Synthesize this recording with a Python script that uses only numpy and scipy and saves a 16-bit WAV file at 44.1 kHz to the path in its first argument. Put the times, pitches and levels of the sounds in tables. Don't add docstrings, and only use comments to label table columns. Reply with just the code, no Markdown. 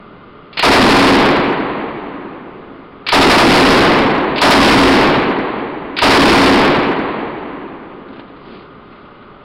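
import sys
import numpy as np
from scipy import signal
from scipy.fft import rfft, irfft, next_fast_len
from scipy.io import wavfile
from scipy.ndimage import uniform_filter1d

SR = 44100
rng = np.random.default_rng(int(sys.argv[2]) if len(sys.argv) > 2 else 0)


def waveform_to_disk(signal):
    frames = np.transpose(np.atleast_2d(signal))
    scaled = np.clip(frames, -1, 1) * 32767
    samples = np.round(scaled).astype(np.int16)
    wavfile.write(sys.argv[1], SR, samples)


N = 416304

# f/Hz, level/dB
AIR_SPECTRUM = [(20, -5), (45, -5.5), (90, -7), (170, 0.5), (420, -2), (520, -7), (820, -10), (1020, -10),
                (1480, -9), (1600, -17), (2100, -18.5), (3300, -22.5), (5000, -36.5)]
# f/Hz, width/Hz, peak/dB
AIR_RESONANCES = [(1050, 63, 4), (1190, 140, 7.5), (1380, 60, 3)]
# mean f/Hz, rms level/dB
MOTOR_LINES = [(416, -52), (586, -56), (1246, -52), (2082, -61), (2910, -67.5), (3397, -72.5)]

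# t/s, level/dB, t60/s
TRIGGER_PULL = (.529, -30, 0.16)
# first shot t/s, rounds/1, bolt run before it/s, action level/dB, mean blast level/dB, echo level/dB
BURST_ROWS = [(0.6315, 2, .0605, 0, 21.5, 0.2), (3.1253, 4, 0.06, -1, 21.5, 0.3),
              (4.417, 2, .057, -4.5, 22.5, .5), (6.0215, 2, 0.055, -1.5, 15.5, 0.4)]
CYCLE_S = 0.085
# share of run/1, level re action/dB, t60/s
BOLT_STRIKES = [(0, -13.5, .1), (0.369, -2.5, .055), (.9, -7, .1)]
SCRAPE_DB = -17
# f/Hz, level/dB
STEEL_SPECTRUM = [(60, -19), (250, -3.5), (700, -3), (1400, 1), (2300, 3.5), (3500, 3), (5000, -1)]
# f/Hz, width/Hz, peak/dB
RECEIVER_RESONANCES = [(2340, 200, 4), (2670, 390, 3), (4270, 58, 7.3)]

# f/Hz, level/dB
BLAST_SPECTRUM = [(30, -20), (100, -13), (270, 2.5), (500, 1), (900, 3.5), (1600, -2), (3000, -6),
                  (5200, -12)]
# f/Hz, t60/s
BLAST_DECAY = [(100, 0.84), (300, 0.51), (900, 0.34), (2200, 0.25), (5000, 0.13)]
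# f/Hz, width/Hz, peak/dB
FIRING_POINT_RESONANCES = [(137.2, 11, 4.5), (206.2, 19, 5), (273.3, 15.4, 9.5), (361, 8.3, 6.5),
                           (380.7, 35, 1.5)]
# f/Hz, level/dB
ECHO_SPECTRUM = [(25, -22), (60, -14.5), (95, -22.5), (140, -8.5), (220, -6.5), (330, -3), (450, -5),
                 (630, -9), (1050, -6), (1300, -11.5), (2200, -13), (3600, -19.5), (5200, -18.5)]
# f/Hz, loss/(dB/s)
ECHO_ABSORPTION = [(60, 1.5), (140, 3.5), (300, 0.5), (1000, 2.5), (2400, 5.5), (3800, 12), (5000, 30.5)]
ECHO_SWELL_S, ECHO_HOLD_S = 0.045, 0.35
NEAR_DB, NEAR_FALL_DB_PER_S = 6.5, 50.5
FAR_DB, FAR_FALL_DB_PER_S = -8, 15.5

SLAPS_PER_SHOT, SLAP_FROM_S, SLAP_TO_S = 2, 0.06, 0.3
SLAP_CENTRE_HZ, SLAP_HALF_S, SLAP_DB = 289, 0.00392, 19

# middle t/s, half length/s, cloth level/dB, belt level/dB
GUNNER_MOVES = [(8.195, .1, -48, -45), (8.533, 0.11, -36, -50), (9.0, 0.15, -49, -50)]
# f/Hz, level/dB
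CLOTH_SPECTRUM = [(40, -11), (130, -6), (280, 10), (600, -7.5), (1500, -15.5), (3000, -12.5), (5000, -21)]
# t/s, level before CLINK_TRIM_DB/dB
BELT_CLINKS = [(8.0834, -34), (8.1947, -28), (8.364, -35), (8.5565, -38), (9.0523, -39), (9.225, -38)]
CLINK_TRIM_DB, CLINK_T60_S = -4.5, 0.087
LINK_KNOCKS_PER_S = 65
# f/Hz, level/dB
BELT_BOX_SPECTRUM = [(60, -8.5), (280, 4), (700, 3), (1500, 2.5), (2400, -1), (3200, -3.5), (4000, -7),
                     (5000, -22)]

CONVERTER_IN_HZ, CONVERTER_OUT_HZ, OUTPUT_EDGE_HZ = 5080, 5520, 16600
TICK_S = 4.5094


def gain_of(db):
    return 10 ** (np.asarray(db) / 20)


def evened(x):
    return x / np.sqrt(np.mean(x ** 2) + 1e-20)


def read(points, hz):
    f, value = np.transpose(points)
    return np.interp(np.log(hz + 1), np.log(f + 1), value)


def add(mix, start_s, sound):
    part = mix[round(start_s * SR):][:len(sound)]
    part += sound[:len(part)]


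def clock(seconds):
    return np.arange(next_fast_len(int(seconds * SR), True)) / SR


def noise(size, spectrum, resonances=()):
    hz = np.fft.rfftfreq(size, 1 / SR)
    db = read(spectrum, hz)
    for f, width, peak_db in resonances:
        db = db + peak_db / (1 + (2 * (hz - f) / width) ** 2)
    white = rng.standard_normal(size)
    return evened(irfft(rfft(white) * gain_of(db), size))


def patches(size, step_s):
    t = np.arange(size) / SR
    return np.interp(t / step_s, np.arange(1000), rng.standard_normal(1000))


def fade(x, losses, patchy_db):
    t = np.arange(len(x)) / SR
    hz = np.fft.rfftfreq(len(x), 1 / SR)
    spectrum = rfft(x)
    centres, rates = np.transpose(losses)
    out = np.zeros(len(x))
    for one, rate in zip(np.eye(len(centres)), rates):
        share = read(np.c_[centres, one], hz)
        level_db = patchy_db * patches(len(x), step_s=0.014) - rate * t
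        out += irfft(spectrum * share, len(x)) * gain_of(level_db)
    return out


def low_pass(x, hz, size):
    taps = signal.firwin(size, hz, window=("kaiser", 9), fs=SR)
    return signal.oaconvolve(x, taps, "same")


def strikes(rows, spectrum, resonances=(), rise_s=0.00033, ring_db=-22, ring_t60_s=0.28):
    out, t = np.zeros(N), clock(0.3)
    for start_s, db, t60_s in rows:
        clatter = gain_of(-60 * t / t60_s)
        ring = gain_of(ring_db - 60 * t / ring_t60_s)
        shape = (1 - np.exp(-t / rise_s)) * (clatter + ring)
        add(out, start_s, gain_of(db) * shape * noise(len(t), spectrum, resonances))
    return out


def motion(levels_db):
    t = np.arange(N) / SR
    gain = np.zeros(N)
    for (middle_s, half_s, *_), db in zip(GUNNER_MOVES, levels_db):
        gain += gain_of(db) * np.exp(-((t - middle_s) / half_s) ** 2)
    return gain


def background(air_db=-38.5, waver=0.003):
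    seconds_turned = np.cumsum(1 + waver * patches(N, step_s=0.04)) / SR
    whine = np.zeros(N)
    for hz, rms_db in MOTOR_LINES:
        whine += gain_of(rms_db) * np.sqrt(2) * np.sin(2 * np.pi * hz * seconds_turned)
    return gain_of(air_db) * noise(N, AIR_SPECTRUM, AIR_RESONANCES) + whine


def action():
    out = strikes([TRIGGER_PULL], STEEL_SPECTRUM, RECEIVER_RESONANCES)
    for first_s, _, run_s, action_db, _, _ in BURST_ROWS:
        start_s, size = first_s - run_s, round(run_s * SR)
        blows = [(start_s + share * run_s, action_db + db, t60_s) for share, db, t60_s in BOLT_STRIKES]
        out += strikes(blows, STEEL_SPECTRUM, RECEIVER_RESONANCES)
        scrape = signal.windows.tukey(size, 0.2) * noise(size, STEEL_SPECTRUM, RECEIVER_RESONANCES)
        add(out, start_s, gain_of(action_db + SCRAPE_DB) * scrape)
    return out


def blast(bloom_s=0.051, bloom_hz=520):
    t = clock(0.7)
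    losses = [(hz, 60 / t60_s) for hz, t60_s in BLAST_DECAY]
    bang = fade(noise(len(t), BLAST_SPECTRUM, FIRING_POINT_RESONANCES), losses, patchy_db=2.5)
    body = signal.sosfiltfilt(signal.butter(2, bloom_hz, fs=SR, output="sos"), bang)
    return bang - body * np.exp(-(t / bloom_s) ** 2)


def echo():
    t = clock(3.4)
    late_s = np.maximum(t - ECHO_HOLD_S, 0)
    near = gain_of(NEAR_DB - NEAR_FALL_DB_PER_S * late_s)
    far = gain_of(FAR_DB - FAR_FALL_DB_PER_S * late_s)
    swell = 1 - np.exp(-t / ECHO_SWELL_S)
    scattered = fade(noise(len(t), ECHO_SPECTRUM, FIRING_POINT_RESONANCES), ECHO_ABSORPTION, patchy_db=1.18)
    return scattered * np.hypot(near, far) * swell


def gunfire(variety_rad=0.42, uneven_db=1.15):
    out = np.zeros(N)
    blasts = np.array([blast(), blast()])
    echoes = np.array([echo(), echo()])
    for first_s, rounds, _, _, blast_db, echo_db in BURST_ROWS:
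        for k, (turn, charge) in enumerate(rng.standard_normal((round(rounds), 2))):
            shot_s = first_s + k * CYCLE_S
            blend = np.array([np.cos(variety_rad * turn), np.sin(variety_rad * turn)])
            add(out, shot_s, gain_of(blast_db + uneven_db * charge) * blend @ blasts)
            add(out, shot_s, gain_of(echo_db) * blend @ echoes)
    return out


def slaps(octaves=0.6):
    out, t = np.zeros(N), clock(0.03)
    u = t - t.mean()
    envelope = np.exp(-(u / SLAP_HALF_S) ** 2)
    for first_s, rounds, *_ in BURST_ROWS:
        for k in range(round(rounds)):
            for when, pitch, phase_rad in rng.random((SLAPS_PER_SHOT, 3)):
                hz = SLAP_CENTRE_HZ * 2 ** (octaves * (pitch - 0.5))
                wave = envelope * np.cos(2 * np.pi * (hz * u + phase_rad))
                delay_s = SLAP_FROM_S + when * (SLAP_TO_S - SLAP_FROM_S)
                add(out, first_s + k * CYCLE_S + delay_s, gain_of(SLAP_DB) * wave)
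    return out


def gunner(grain_db=2.0):
    catches = evened(uniform_filter1d(rng.standard_normal(N), size=500))
    swell = motion([cloth_db for _, _, cloth_db, _ in GUNNER_MOVES])
    return noise(N, CLOTH_SPECTRUM) * swell * gain_of(grain_db * catches)


def belt(spread_db=3):
    knocks = (rng.random(N) < LINK_KNOCKS_PER_S / SR) * gain_of(spread_db * rng.standard_normal(N))
    knocks = knocks * motion([belt_db for *_, belt_db in GUNNER_MOVES])
    decay = gain_of(-60 / (CLINK_T60_S * SR))
    envelope = signal.lfilter([1], [1, -decay], knocks + 1e-18)
    clinks = [(t_s, db + CLINK_TRIM_DB, CLINK_T60_S) for t_s, db in BELT_CLINKS]
    return envelope * noise(N, BELT_BOX_SPECTRUM) + strikes(clinks, BELT_BOX_SPECTRUM)


def scene():
    return (background() + action() + gunfire() + slaps() + gunner() + belt())[None]


def converter(x, ceiling, count=4):
    kept = np.zeros(N)
    kept[::count] = np.clip(low_pass(x, CONVERTER_IN_HZ, size=181)[::count], -ceiling, ceiling)
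    return low_pass(count * kept, CONVERTER_OUT_HZ, size=141)


def record(dry, input_ceiling_db=-7.5, output_ceiling_db=-7.5, hardness=24, bend=0.034, tick_db=-2):
    narrow = converter(dry[0], gain_of(input_ceiling_db))
    bent = narrow * (1 - bend * narrow ** 2)
    overload = abs(bent / gain_of(output_ceiling_db))
    clipped = bent / (1 + overload ** hardness) ** (1 / hardness)
    at = round(TICK_S * SR)
    clipped[at:at + 2] -= gain_of(tick_db) * np.sign(clipped[at])
    return low_pass(clipped, OUTPUT_EDGE_HZ, size=511)[None]


dry = scene()
out = record(dry)
waveform_to_disk(out)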